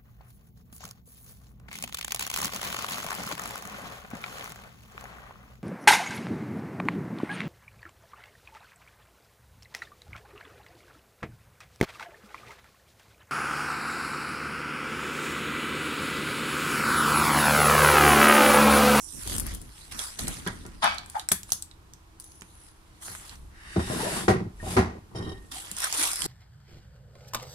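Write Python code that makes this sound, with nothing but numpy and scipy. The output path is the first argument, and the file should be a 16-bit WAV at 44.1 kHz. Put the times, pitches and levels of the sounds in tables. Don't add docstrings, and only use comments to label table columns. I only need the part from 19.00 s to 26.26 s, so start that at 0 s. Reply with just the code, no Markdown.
import sys
import numpy as np
from scipy import signal
from scipy.fft import rfft, irfft, next_fast_len
from scipy.io import wavfile
from scipy.ndimage import uniform_filter1d

SR = 44100
rng = np.random.default_rng(int(sys.argv[2]) if len(sys.argv) > 2 else 0)


def volts_from_db(level):
    exponent = np.asarray(level, float) / 20
    return 10 ** exponent


def bounce(signal):
    frames = np.transpose(np.atleast_2d(signal))
    limited = np.clip(frames, -1, 1)
    pcm = np.round(limited * 32767).astype(np.int16)
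    wavfile.write(sys.argv[1], SR, pcm)


N = 320362
T = np.arange(N) / SR
HZ = np.fft.rfftfreq(2 * next_fast_len(N // 2 + 1), 1 / SR)
SIZE = 2 * (len(HZ) - 1)
OPPOSITE = np.array([[1], [-1]])

# left-right level in dB at 8 kHz, its change in dB per octave.
SNAP_SIDES = [
    (5.5, 7),
    (1, 6),
    (-2, 0.5),
    (-2.5, 3),
]


def evened(x):
    return x / np.sqrt(np.mean(x ** 2) + 1e-20)


def peaked(x, db):
    return x * volts_from_db(db) / abs(x.mean(0)).max()


def read(points, hz):
    f, value = np.transpose(points)
    return np.interp(np.log(hz + 1), np.log(f + 1), value)


def shaped(x, gain):
    return irfft(rfft(x, SIZE) * gain, SIZE)[..., :N]


def coloured(x, points):
    return evened(shaped(x, volts_from_db(read(points, HZ))))


def band(x, lo_hz, hi_hz):
    return signal.sosfilt(signal.butter(2, [lo_hz, min(hi_hz, .45 * SR)], "band", fs=SR, output="sos"), x)


def ring(x, hz, width):
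    r = np.exp(-np.pi * width / SR)
    return signal.lfilter([1 - r, 0, r - 1], [1, -2 * r * np.cos(2 * np.pi * hz / SR), r * r], x)


def level(curves):
    return sum(volts_from_db(np.interp(T, *np.transpose(curve), -200, -200)) for curve in curves)


def strokes(peak, rise, fall, db):
    coarse = T[::32]
    t = coarse[:, None] - peak
    away = np.where(t < 0, -t / np.abs(rise), t / np.abs(fall))
    return np.interp(T, coarse, volts_from_db(db - 27 * away ** 1.353).sum(1))


def add(mix, s, sound):
    part = mix[:, round(s * SR):][:, :sound.shape[1]]
    part += sound[:, :part.shape[1]]


def grains(per_s, spread_db, ms):
    size = volts_from_db(spread_db * np.minimum(rng.exponential(1, N), 5))
    size = size * (rng.random(N) < per_s / SR)
    keep = np.exp(-1000 / (ms * SR))
    envelope = np.sqrt(signal.lfilter([1], [1, -keep], size ** 2))
    return evened(envelope * rng.standard_normal((2, N)))


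def burst(t60, rise_ms, lumps_ms, lumps_db, size=SR // 3):
    t = np.arange(size) / SR
    noise = rng.standard_normal((3, size))
    lump = uniform_filter1d(noise[2], max(int(lumps_ms * SR / 1000), 1))
    decay = volts_from_db(-60 * t / max(t60, .004))
    return noise[:2] * volts_from_db(lumps_db * evened(lump)) * decay * (1 - np.exp(-1000 * t / rise_ms))


def patchy(x, patch_db, bins, frames):
    z = signal.stft(x, nperseg=256)[2]
    field = rng.standard_normal(z.shape[1:])
    field = uniform_filter1d(uniform_filter1d(field, bins, 0), frames, 1)
    return signal.istft(z * volts_from_db(patch_db * evened(field)), nperseg=256)[1][:, :N]


def room_tone():
    # frequency in Hz, level in dB per Hz.
    tone = [(41, -32), (70, -2), (171, -12.5), (240, -27), (426, -21), (547, -25), (992, -17.5),
            (2010, -27.5), (15000, -36.5), (16500, -43.5)]
    air = volts_from_db(-57.5) * coloured(rng.standard_normal((2, N)), tone)
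    return air + volts_from_db(-67.0) * evened(ring(rng.standard_normal((2, N)), 321.2, 21))


def rumble():
    # peak in seconds, rise in seconds, fall in seconds, air in dB, thuds in dB against the air.
    shifts = [(.33, 0.25, 0.38, -38.5, 0), (.53, 0.15, 0.18, -38, -9), (1.25, 0.078, 0.19, -42, 4),
              (1.55, 0.34, 0.85, -49.5, -2.5), (4.37, 0.1, 0.39, -47, -15.5), (4.75, 0.11, 0.75, -45, -25),
              (5.3, 0.091, 0.69, -56, -28.5), (5.66, 0.17, 0.16, -42, -27), (6.25, 0.15, 0.32, -43.5, -6),
              (6.75, 0.38, 0.86, -81, 2), (7.25, 0.068, 0.069, -55.5, 15), (.95, 0.14, 0.27, -55, -1)]
    peak, rise, fall, air_db, thud_db = np.transpose(shifts)
    stir = volts_from_db(-57.5) + strokes(peak, rise, fall, air_db)
    grip = volts_from_db(-68.5) + strokes(peak, rise, fall, air_db + thud_db)
    deep = stir * evened(band(band(rng.standard_normal((2, N)), 12, 80), 20.5, 95))
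    thuds = grip * evened(band(grains(90, 0.89, 12.0), 70, 274))
    return deep + thuds, .55 * band(thuds[0] - thuds[1], 110, 420) * OPPOSITE


def kitchen(x):
    # frequency in Hz, t60 in seconds.
    reverb = [(100, 0.63), (500, 0.091), (2000, 0.3), (6000, 0.23), (14000, 0.23)]
    taps = np.zeros((2, SR // 2))
    start = np.arange(200, SR // 2 - 20, 20)
    at = start + rng.integers(0, 20, (2, len(start)))
    np.put_along_axis(taps, at, rng.choice([-1., 1.], at.shape), 1)
    hz, t, z = signal.stft(taps, SR, nperseg=256)
    tail = signal.istft(z * volts_from_db(-60 * t / read(reverb, hz)[:, None]), SR, nperseg=256)[1]
    return signal.fftconvolve(x, tail / np.linalg.norm(tail[0]), axes=1)[:, :N]


def clatter():
    # start in seconds, peak in dB, rattling t60 in seconds, brightness in dB per octave.
    hits = [
        (1.821, -13.5, 0.45, 2),
        (1.837, -14, 0.17, -5),
        (2.144, -31.5, 0.27, -18.5),
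        (2.153, -36.5, 0.083, 0),
    ]
    # frequency in Hz, level in dB, t60 in seconds.
    tray_modes = [(754, -9, .3), (824, -7, .38), (1238, -9, .4), (1292, -8, .5), (1561, -4, .4),
                  (2283, 0, .5), (2401, -9, .5), (2573, -10, .4), (2966, -13, .5), (3540, -15, .3),
                  (4221, -15, .4), (4587, -11, .4), (4877, -15, .36), (5480, -18, .5)]
    out = np.zeros((2, N))
    for s, db, t60, tilt_db in hits:
        rebounds = burst(t60, 3.0, 2.0, 3.6)
        modes = 0
        for hz, mode_db, mode_t60 in tray_modes:
            gain = volts_from_db(mode_db + tilt_db * np.log2(hz / 1000))
            modes = modes + gain * evened(ring(rebounds, hz, 4.6 / min(mode_t60, .5)))
        rattle = evened(band(band(rebounds, 610, 1900), 600, 2000))
        rattle += volts_from_db(2.2 * tilt_db - 7.5) * evened(ring(rebounds, 3300, 500))
        sound = 0.67 * evened(modes) + evened(rattle) + 0.15 * evened(ring(rebounds, 920, 90))
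        add(out, s, peaked(band(sound, 230, 7200), db) * volts_from_db(.8 * OPPOSITE))
    return out


def draining_board():
    bag_drop = (2.3148, -19.5)
    # frequency in Hz, level in dB.
    board_modes = [(834, -10.5), (1830, -6.5), (2116, -12.5), (3400, 9.5), (3500, -3.5), (4312, -28)]
    s, peak_db = bag_drop
    blow = burst(0.027, 0.81, 0.56, 0.85)
    board = sum(volts_from_db(db) * evened(ring(blow, hz, 60 + 0.062 * hz)) for hz, db in board_modes)
    out = np.zeros((2, N))
    add(out, s, peaked(board, peak_db))
    return out


def rustle():
    # peak in seconds, rise in seconds, fall in seconds, effort in dB, thinness in dB.
    efforts = [(.2, 0.98, 0.33, -46, 37), (.35, 0.25, 0.1, -36.5, 8), (.5, 0.17, 0.15, -47, -1),
               (.8, 0.38, 0.54, -52.5, 5.5), (0.916, 0.0056, 0.22, -43, 5), (1.0, 0.039, 0.22, -36.5, 10),
               (1.189, .005, 0.11, -37.5, 13), (1.308, 0.18, 0.31, -43, 6), (1.6, 0.61, 0.75, -61.5, -3),
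               (1.829, 0.016, 0.15, -43, -6), (2.2, 0.19, 0.084, -49.5, 9), (2.5, 0.064, 0.21, -48.5, 10),
               (3.253, 0.077, 0.34, -64, 12), (3.682, 0.34, 0.058, -60, 5),
               (4.027, 0.021, 0.45, -42.5, 15.5), (4.344, 0.72, 0.039, -56.5, -2),
               (6.517, 0.0064, 0.43, -42, 7), (6.841, 0.051, 0.1, -35, 0.5), (6.77, .005, 0.13, -40.5, 7.5),
               (6.929, .004, 0.16, -43.5, 2), (7.018, 0.12, 0.15, -28, 6.5), (7.2, 0.69, 1, -35, 10)]
    # frequency in Hz, level in dB per Hz.
    paper = [(150, -33), (290, -18.5), (500, -13.5), (1260, -3.5), (2460, -6), (3300, 1.5), (6610, -2.5),
             (10200, 2), (12300, -9.5), (15100, -6), (16000, -23.5)]
    # peak in seconds, rise in seconds, fall in seconds, level in dB, ring in Hz.
    pockets = [(0.17, .4, .2, -53.5, 5700), (6.83, 0.05, 0.06, -48, 3350), (7.22, 0.03, 0.1, -46, 3210),
               (7.2, 0.28, .4, -41, 5090), (3.24, .05, .55, -58, 10500), (3.24, .05, .5, -63, 6200),
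               (3.64, .42, .15, -59, 10200)]
    # time in seconds, left-right level in dB.
    sideways = [(0.0, -17.5), (0.176, -5.5), (0.43, 2), (0.918, -2), (1.2, 2)]
    crackle = sum(evened(ring(grains(140, 4.0, .4), hz, .6 * hz)) for hz in (2500, 5000, 9500))
    fibres = patchy(coloured(grains(5000, 3.0, 1.2), paper), 3.2, bins=4, frames=20)
    sheet = fibres + .3 * coloured(crackle, paper)
    peak, rise, fall, db, thin_db = np.transpose(efforts)
    ranges = [(db, [(5000, 0), (7500, 1)]),
              (db - 1 - 0.63 * thin_db, [(1900, 0), (3000, 1), (5000, 1), (7500, 0)]),
              (db - thin_db, [(1900, 1), (3000, 0)])]
    out = np.zeros((2, N))
    for part_db, share in ranges:
        out += strokes(peak, rise, fall, part_db) * evened(shaped(sheet, read(share, HZ)))
    for *grip, hz in pockets:
        out += strokes(*grip) * evened(ring(sheet, hz, .07 * hz))
    pan_db = np.interp(T, *np.transpose(sideways), 0, 0)
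    return out * volts_from_db(pan_db * OPPOSITE / 2)


def snaps(spells, sides):
    out = np.zeros((2, N))
    for spell, (side_db, octave_db) in zip(spells, sides):
        for s, db, hz, low_db in spell:
            tick = burst(.006, 0.14, 0.86, 1.5, size=SR // 20)
            tick = tick + volts_from_db(-16) * burst(0.042, 1.0, 1.7, 2.7, size=SR // 20)
            high = ring(tick, hz, 0.096 * hz) + 0.23 * band(tick, 0.42 * hz, 2.5 * hz)
            sound = peaked(high, db) + peaked(band(tick, 760, 2300), db + low_db)
            pan_db = side_db + octave_db * np.log2(hz / 8000)
            add(out, s, sound * volts_from_db(pan_db * OPPOSITE / 2))
    return out


def creases():
    # start in seconds, peak in dB, ring in Hz, low part in dB.
    crumple = [(0.275, -18.5, 7900, -13.5), (0.331, -25, 10200, -17), (0.3645, -24, 10340, -28),
               (0.3819, -15.5, 9010, -24), (0.3978, -20, 10800, -18), (.4035, -21.5, 10440, -21),
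               (.4655, -26.5, 10400, -29), (.5384, -30.5, 10300, -28), (0.548, -26.5, 10400, -36),
               (0.6157, -28.5, 10100, -25)]
    put_down = [(0.9923, -24.5, 3400, -29), (1.189, -35, 3820, -21), (1.2802, -17, 9300, -13.5),
                (1.474, -26.5, 3360, -19), (1.664, -29.5, 7950, -33.5), (1.842, -20.5, 9600, -30),
                (1.945, -32, 8050, -30), (1.9834, -24.5, 4230, -24), (2.061, -33.5, 8500, -22),
                (2.099, -28, 9040, -29.5), (2.196, -24, 3800, -9), (2.2879, -10, 7970, -16),
                (2.3175, -3.5, 8380, -11.5), (2.3204, -6, 10500, -31.5), (2.327, -18, 10700, -35),
                (2.3334, -22, 10140, -35.5), (2.432, -29.5, 7600, -36.5), (2.492, -42, 7600, 4),
                (2.5201, -8, 6390, -19), (2.523, -11.5, 10300, -42), (2.532, -13, 9500, -29),
                (2.6233, -17.5, 8460, -33), (2.713, -41.5, 3750, -28), (2.936, -32, 6200, -21),
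                (3.1994, -26.5, 9530, -18), (3.242, -33, 9400, -25), (3.42, -41, 2320, 2.5)]
    take_up = [(4.0822, -34, 9400, 1), (4.15, -37, 9250, 5), (4.2944, -32.5, 4330, -17),
               (6.7144, -22.5, 9100, -21), (6.767, -18.5, 9850, -44), (6.785, -20, 9740, -38),
               (6.803, -16.5, 10060, -15), (6.8415, -13.5, 8750, -9), (6.926, -13.5, 6540, -14),
               (6.951, -26, 9400, -12), (6.9993, -19, 10100, -14), (7.0327, -27, 8800, -12),
               (7.0724, -17, 10260, -22), (7.1324, -14.5, 9300, -16), (7.158, -17.5, 9200, -20),
               (7.22, -18.5, 3320, -23)]
    return snaps((crumple, put_down, take_up), SNAP_SIDES[:3])


def ticks():
    # start in seconds, peak in dB, ring in Hz, low part in dB.
    fine = [(0.2974, -21.5, 7000, -12), (0.3214, -28, 9740, -9), (0.4734, -37, 10280, -20),
            (1.1917, -17.5, 4370, -28), (1.2084, -30, 10400, -22), (1.2184, -32.5, 3660, -24),
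            (1.2351, -28, 10700, -20), (1.2526, -34, 9400, -22), (1.2714, -25.5, 3970, -27),
            (1.4755, -22, 10500, -26), (1.4834, -32, 3450, -20), (6.5161, -39, 9850, -18),
            (6.5455, -29, 10000, -19), (6.6618, -36, 6380, -30), (6.8199, -22, 9900, -20),
            (6.8444, -14, 9610, -18), (6.8774, -34, 9320, -15), (6.9744, -22, 9900, -21),
            (7.0134, -22, 9840, -26), (7.0274, -18, 10140, -22), (7.0394, -17, 10340, -22),
            (7.0794, -24, 10500, -22), (7.1154, -19, 9100, -25), (7.2424, -23, 5000, -11),
            (7.2554, -20, 8100, -28), (7.2195, -18, 9000, -30), (7.0335, -15, 9500, -22),
            (1.283, -18.5, 9500, -26), (3.207, -38, 10500, -30), (3.216, -41, 9000, -30),
            (3.223, -41, 7500, -30), (3.319, -38.5, 6340, -30), (3.355, -42, 10400, -30),
            (3.4098, -37, 6860, -40), (3.4203, -34.5, 8090, -30), (3.6478, -46, 8910, -30),
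            (2.504, -31, 7500, -32), (4.355, -42, 6000, -20), (.625, -38.5, 9500, -25)]
    return snaps([fine], SNAP_SIDES[3:])


def lumpy_rings(heaps):
    out = np.zeros((2, N))
    for s, db, hz, t60 in heaps:
        heap = burst(t60, 1.76, 2.5, 2.7, size=SR // 6)
        add(out, s, peaked(ring(ring(heap, hz, 45 + 0.045 * hz), hz, 174), db))
    return out


def nudges():
    # start in seconds, peak in dB, ring in Hz, t60 in seconds.
    soft = [(1.466, -32, 1630, 0.1), (1.83, -40, 186, 0.35), (2.15, -25, 861, 0.11),
            (6.52, -49.5, 254, 0.25), (6.55, -42.5, 780, 0.17), (6.71, -43, 195, 0.11),
            (6.98, -40.5, 316, 0.28), (6.3, -48, 786, 0.19)]
    return lumpy_rings(soft)


def tumbles():
    # start in seconds, peak in dB, ring in Hz, t60 in seconds.
    fruit = [(4.9, -33, 112, 0.052), (4.903, -35.5, 616, 0.14), (4.93, -30, 427, 0.19),
             (4.956, -29, 228, 0.11), (4.96, -36, 620, 0.11), (4.993, -34, 913, 0.23),
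             (5.028, -27, 413, 0.21), (5.045, -29, 614, 0.32), (5.055, -39, 950, 0.33),
             (5.085, -41, 770, 0.17), (5.109, -35.5, 362, .12), (5.13, -33, 142, 0.11),
             (5.15, -38, 770, 0.52), (5.166, -40.5, 1140, .2), (5.17, -34.5, 183, 0.43),
             (5.225, -37.5, 348, 0.15), (5.354, -26, 113, 0.084), (5.405, -38, 132, .1),
             (5.448, -32.5, 117, 0.1), (5.63, -41, 604, 0.13), (5.662, -35, 746, 0.063),
             (5.669, -39, 367, 0.075), (5.72, -47, 690, 0.11), (5.95, -42.5, 397, .08)]
    return lumpy_rings(fruit)


def body(x):
    # frequency in Hz, level in dB.
    jar_modes = [(113.0, -30.5), (226.1, -45), (376.8, -40.5), (430.7, -64), (624.5, -41.5), (753.7, -40),
                 (952.8, -43), (1335, -57), (1860, -41)]
    # frequency in Hz, level in dB.
    slab_modes = [(84, -26), (180, -32.5), (326, -38.5)]
    modes = sum(volts_from_db(db + 41.5) * ring(x, hz, 16 + 0.028 * hz) for hz, db in jar_modes + slab_modes)
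    return modes + volts_from_db(-7) * band(band(x, 100, 2300), 80, 2600)


def knocks():
    # start in seconds, peak in dB, boom in Hz, upper part in dB, settling t60 in seconds.
    bag_blows = [(1.189, -34.5, 75, -20, 0.039), (1.281, -36.5, 223, -1, 0.07),
                 (1.463, -25.5, 148, 0, 0.11), (1.65, -34.5, 188, -7, 0.1), (2.315, -28.5, 218, -22, 0.029),
                 (2.518, -40, 200, -1, 0.044), (3.417, -42.5, 194, -12, 0.022), (4.072, -45, 80, 4, 0.31)]
    jar_blows = [(4.761, -16, 168, -10, 0.064), (4.794, -19, 203, -5.5, 0.071),
                 (5.281, -13, 354, 0.5, 0.13), (5.628, -29.5, 80, -13, 0.086),
                 (5.659, -28.5, 182, -9, 0.99), (5.766, -13.5, 228, 0, 0.14), (6.149, -28.5, 356, -9, 0.31),
                 (7.25, -29.5, 351, -3, 0.18)]
    out = np.zeros((2, N))
    for blows, upper_hz in ((bag_blows, 1434), (jar_blows, 687)):
        for s, db, hz, upper_db, t60 in blows:
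            blow = burst(2.37 * t60, 0.16, 1.4, 2.4)
            t = np.arange(blow.shape[1]) / SR
            blow = blow * (0.6 + 0.316 * np.exp(-(t / (.3 * t60)) ** 4))
            low = ring(ring(blow, hz, 86), hz, 210) + .5 * band(body(blow), 89, 710)
            low = low[0] + 0.3 * low[1] * OPPOSITE
            upper = band(body(blow), 0.74 * upper_hz, 2100)
            upper = upper + 0.66 * ring(blow, upper_hz, 0.16 * upper_hz)
            upper = upper + 0.13 * band(band(blow, 1800, 5800), 1960, 13000)
            add(out, s, peaked(low, db) + peaked(upper, db + upper_db))
    return out


def slams():
    # start in seconds, peak in dB, hold in seconds.
    presses = [
        (5.28, -12, 0.039),
        (5.764, -16.5, 0.037),
    ]
    # frequency in Hz, level in dB.
    press_modes = [
        [(110, -8), (210, -9.5), (365, 3), (400, -3), (624, -11), (759, -6)],
        [(112, -13), (225, -3), (380, 7), (480, -7), (754, -29)],
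    ]
    out, t = np.zeros((2, N)), np.arange(SR // 8) / SR
    for (s, db, hold), modes in zip(presses, press_modes):
        boom = 0
        for hz, mode_db in modes:
            phase = rng.random() * 0.287 + np.array([[0], [.03]])
            boom = boom + volts_from_db(mode_db) * np.sin(2 * np.pi * (hz * t + phase))
        shape = (1 - np.exp(-t / 0.0017)) * np.exp(-np.maximum(t - hold, 0) / 0.0063)
        judder = volts_from_db(2.5 * np.sin(2 * np.pi * (68 * t + 4000 * t ** 2)))
        add(out, s, peaked(boom * shape * judder, db))
    return out


def rim():
    # frequency in Hz, width in Hz, level in dB.
    glass = [(1845, 37, 0), (2910, 52, -8), (3150, 70, -3), (3780, 45, -1), (3960, 40, -10),
             (4530, 40, -11), (4800, 86, -14), (5330, 98, -7), (5810, 100, -14), (7240, 29, -10),
             (8650, 71, -19), (9460, 49, -17), (9770, 33, -16), (10600, 74, -17)]
    # time in seconds, level in dB.
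    singing = [
        [(5.592, -80.5), (5.602, -48), (5.625, -54), (5.7, -60)],
        [(6.13, -93), (6.164, -55), (6.336, -54), (6.5, -70)],
    ]
    # time in seconds, level in dB.
    squeak = [(5.585, -72), (5.598, -50), (5.62, -54), (5.634, -72)]
    # time in seconds, pitch factor.
    glide = [(5.59, 1.08), (5.605, .88), (5.62, .65), (5.64, 0.5)]
    # start in seconds, peak in dB, t60 in seconds, brightness in dB per octave.
    slips = [(6.1517, -37.5, 0.26, 14), (6.1824, -39.5, 0.063, 8), (6.222, -42, 0.07, 2),
             (6.244, -42, 0.072, -10), (6.2677, -44, 0.09, -12), (6.29, -37.5, 0.053, -2),
             (6.314, -42, 0.086, -6), (6.35, -53.5, 0.13, -10), (6.372, -55, .06, -4)]
    skin = rng.standard_normal(N)
    lowest = glass[0][0]
    hz = lowest + 7.8 * evened(uniform_filter1d(skin, 500))
    falling = np.sin(2 * np.pi * np.cumsum(hz * np.interp(T, *np.transpose(glide))) / SR)
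    falling = falling * (1 + 0.73 * evened(uniform_filter1d(skin, 90)))
    note = np.sin(2 * np.pi * np.cumsum(hz) / SR + np.array([[0], [np.pi / 2]]))
    rough = evened(ring(grains(460, 1.4, 4.9), lowest, 58))
    out = level(singing) * evened(evened(note) + 0.78 * rough)
    out += level([squeak]) * falling
    for s, db, t60, tilt_db in slips:
        slip = burst(t60, 0.54, 5.6, 2.5, size=SR // 5)
        upper = 0
        for hz, width, mode_db in glass[1:]:
            octaves = np.log2(np.clip(hz, 3800, 5400) / 3800)
            mode = ring(ring(ring(slip, hz, 1.5 * width), hz, 5 * width), hz, 6 * width)
            upper = upper + np.sqrt(width) * volts_from_db(mode_db + tilt_db * octaves) * evened(mode)
        add(out, s, peaked(upper, db))
    return out


def drag():
    # peak in seconds, rise in seconds, fall in seconds, boom in dB, grit in dB against the boom.
    pushes = [
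        (4.62, 0.36, 0.88, -73, 2),
        (4.95, 0.23, 0.35, -35.5, -4),
        (5.171, 0.37, 0.18, -40.5, 7),
        (5.727, 0.15, 0.14, -46, 10.5),
        (6.294, 0.26, 0.15, -38, -20),
    ]
    # start in seconds, boom in dB.
    landings = [
        (5.29, -23.5),
        (5.784, -33.5),
    ]
    # frequency in Hz, level in dB per Hz.
    gritty = [(1290, -2.5), (2200, -3.5), (3680, -3), (6690, -5), (10100, 1), (15000, -19.5), (15700, -15),
              (16500, -89)]
    # time in seconds, level in dB.
    whining = [(4.5, -70), (4.57, -56.5), (4.764, -47.5), (5.2, -46.5), (5.27, -56)]
    # frequency in Hz, width in Hz, level in dB.
    whine_bands = [(1800, 400, 2), (2790, 500, -9), (3680, 90, -5), (4600, 300, -8), (5330, 500, -10),
                   (7800, 1500, -9)]
    # time in seconds, tilt in dB per octave.
    opening = [(4.55, -10.5), (4.7, -1.5), (5.2, -1)]
    peak, rise, fall, db, grit_db = np.transpose(pushes)
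    land, land_db = np.transpose(landings)
    weight = strokes(peak, rise, fall, db) + strokes(land, 0.0052, 0.22, land_db)
    rub = strokes(peak, rise, fall, db + 0.31 * grit_db - 2.5)
    slide = strokes(peak, rise, fall, db + grit_db) + strokes(land, 0.0052, 0.065, land_db - 13)
    shaken = body(grains(1500, 6.3, 6.4))
    boom = weight * evened(band(shaken, 130, 366))
    scrape = rub * evened(band(band(shaken, 410, 1280), 460, 3300))
    grit = patchy(coloured(grains(6700, 3.0, 5.2), gritty), 1.7, bins=2, frames=40)
    opens_db = np.interp(T, *np.transpose(opening))
    whine = 0
    for hz, width, band_db in whine_bands:
        gain = volts_from_db(band_db + opens_db * np.log2(hz / 1750))
        whine = whine + gain * evened(ring(grit, hz, width))
    return boom + scrape + slide * evened(grit) + level([whining]) * whine


def heard(x, lean, lead):
    # frequency in Hz, left-right likeness.
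    likeness = [(60, 0.99), (180, 0.95), (300, .82), (550, .45), (1200, .3), (2000, .2), (4970, .1),
                (15000, .1)]
    z = rfft(x, SIZE)
    turn = np.arcsin(np.clip(read(likeness, HZ), -1, 1)) / 2
    delay = lead / SR / (1 + (330 / (HZ + 1)) ** 4)
    side = volts_from_db(read(lean, HZ) / 2) * np.exp(1j * np.pi * HZ * delay)
    return (z * np.cos(turn) + z[::-1] * np.sin(turn)) * [side, 1 / side]


def scene():
    # frequency in Hz, left-right level in dB.
    jar_lean = [(380, 0), (700, 5.5), (1290, 4), (2400, -3.5), (4400, -1), (8100, 0), (15000, 9.5)]
    bag_lean = [(380, -1.5), (700, -2.1), (1500, -0.5), (3000, -4.5), (6000, -2.5), (15000, 5.5)]
    folds = creases()
    blows = knocks() + clatter() + draining_board()
    felt, apart = rumble()
    bag = folds + ticks() + rustle() + nudges()
    bag += volts_from_db(-10.5) * kitchen(folds + blows) + room_tone()
    jar = blows + drag() + rim() + tumbles() + slams() + felt
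    pair = heard(jar, jar_lean, 10) + heard(bag, bag_lean, -10)
    return irfft(pair, SIZE)[:, :N] + apart


def low_pass(x):
    return signal.sosfilt(signal.butter(12, 16640, fs=SR, output="sos"), x)


def record(dry):
    limited = .95 * np.tanh(dry / .95)
    top_loss = [(11500, 0.), (13000, -4.5), (15600, -10), (16100, -23), (16500, -31.5), (16700, -70.5)]
    dulled = shaped(limited, volts_from_db(read(top_loss, HZ)))
    return low_pass(dulled)


dry = scene()
out = record(dry)
bounce(out)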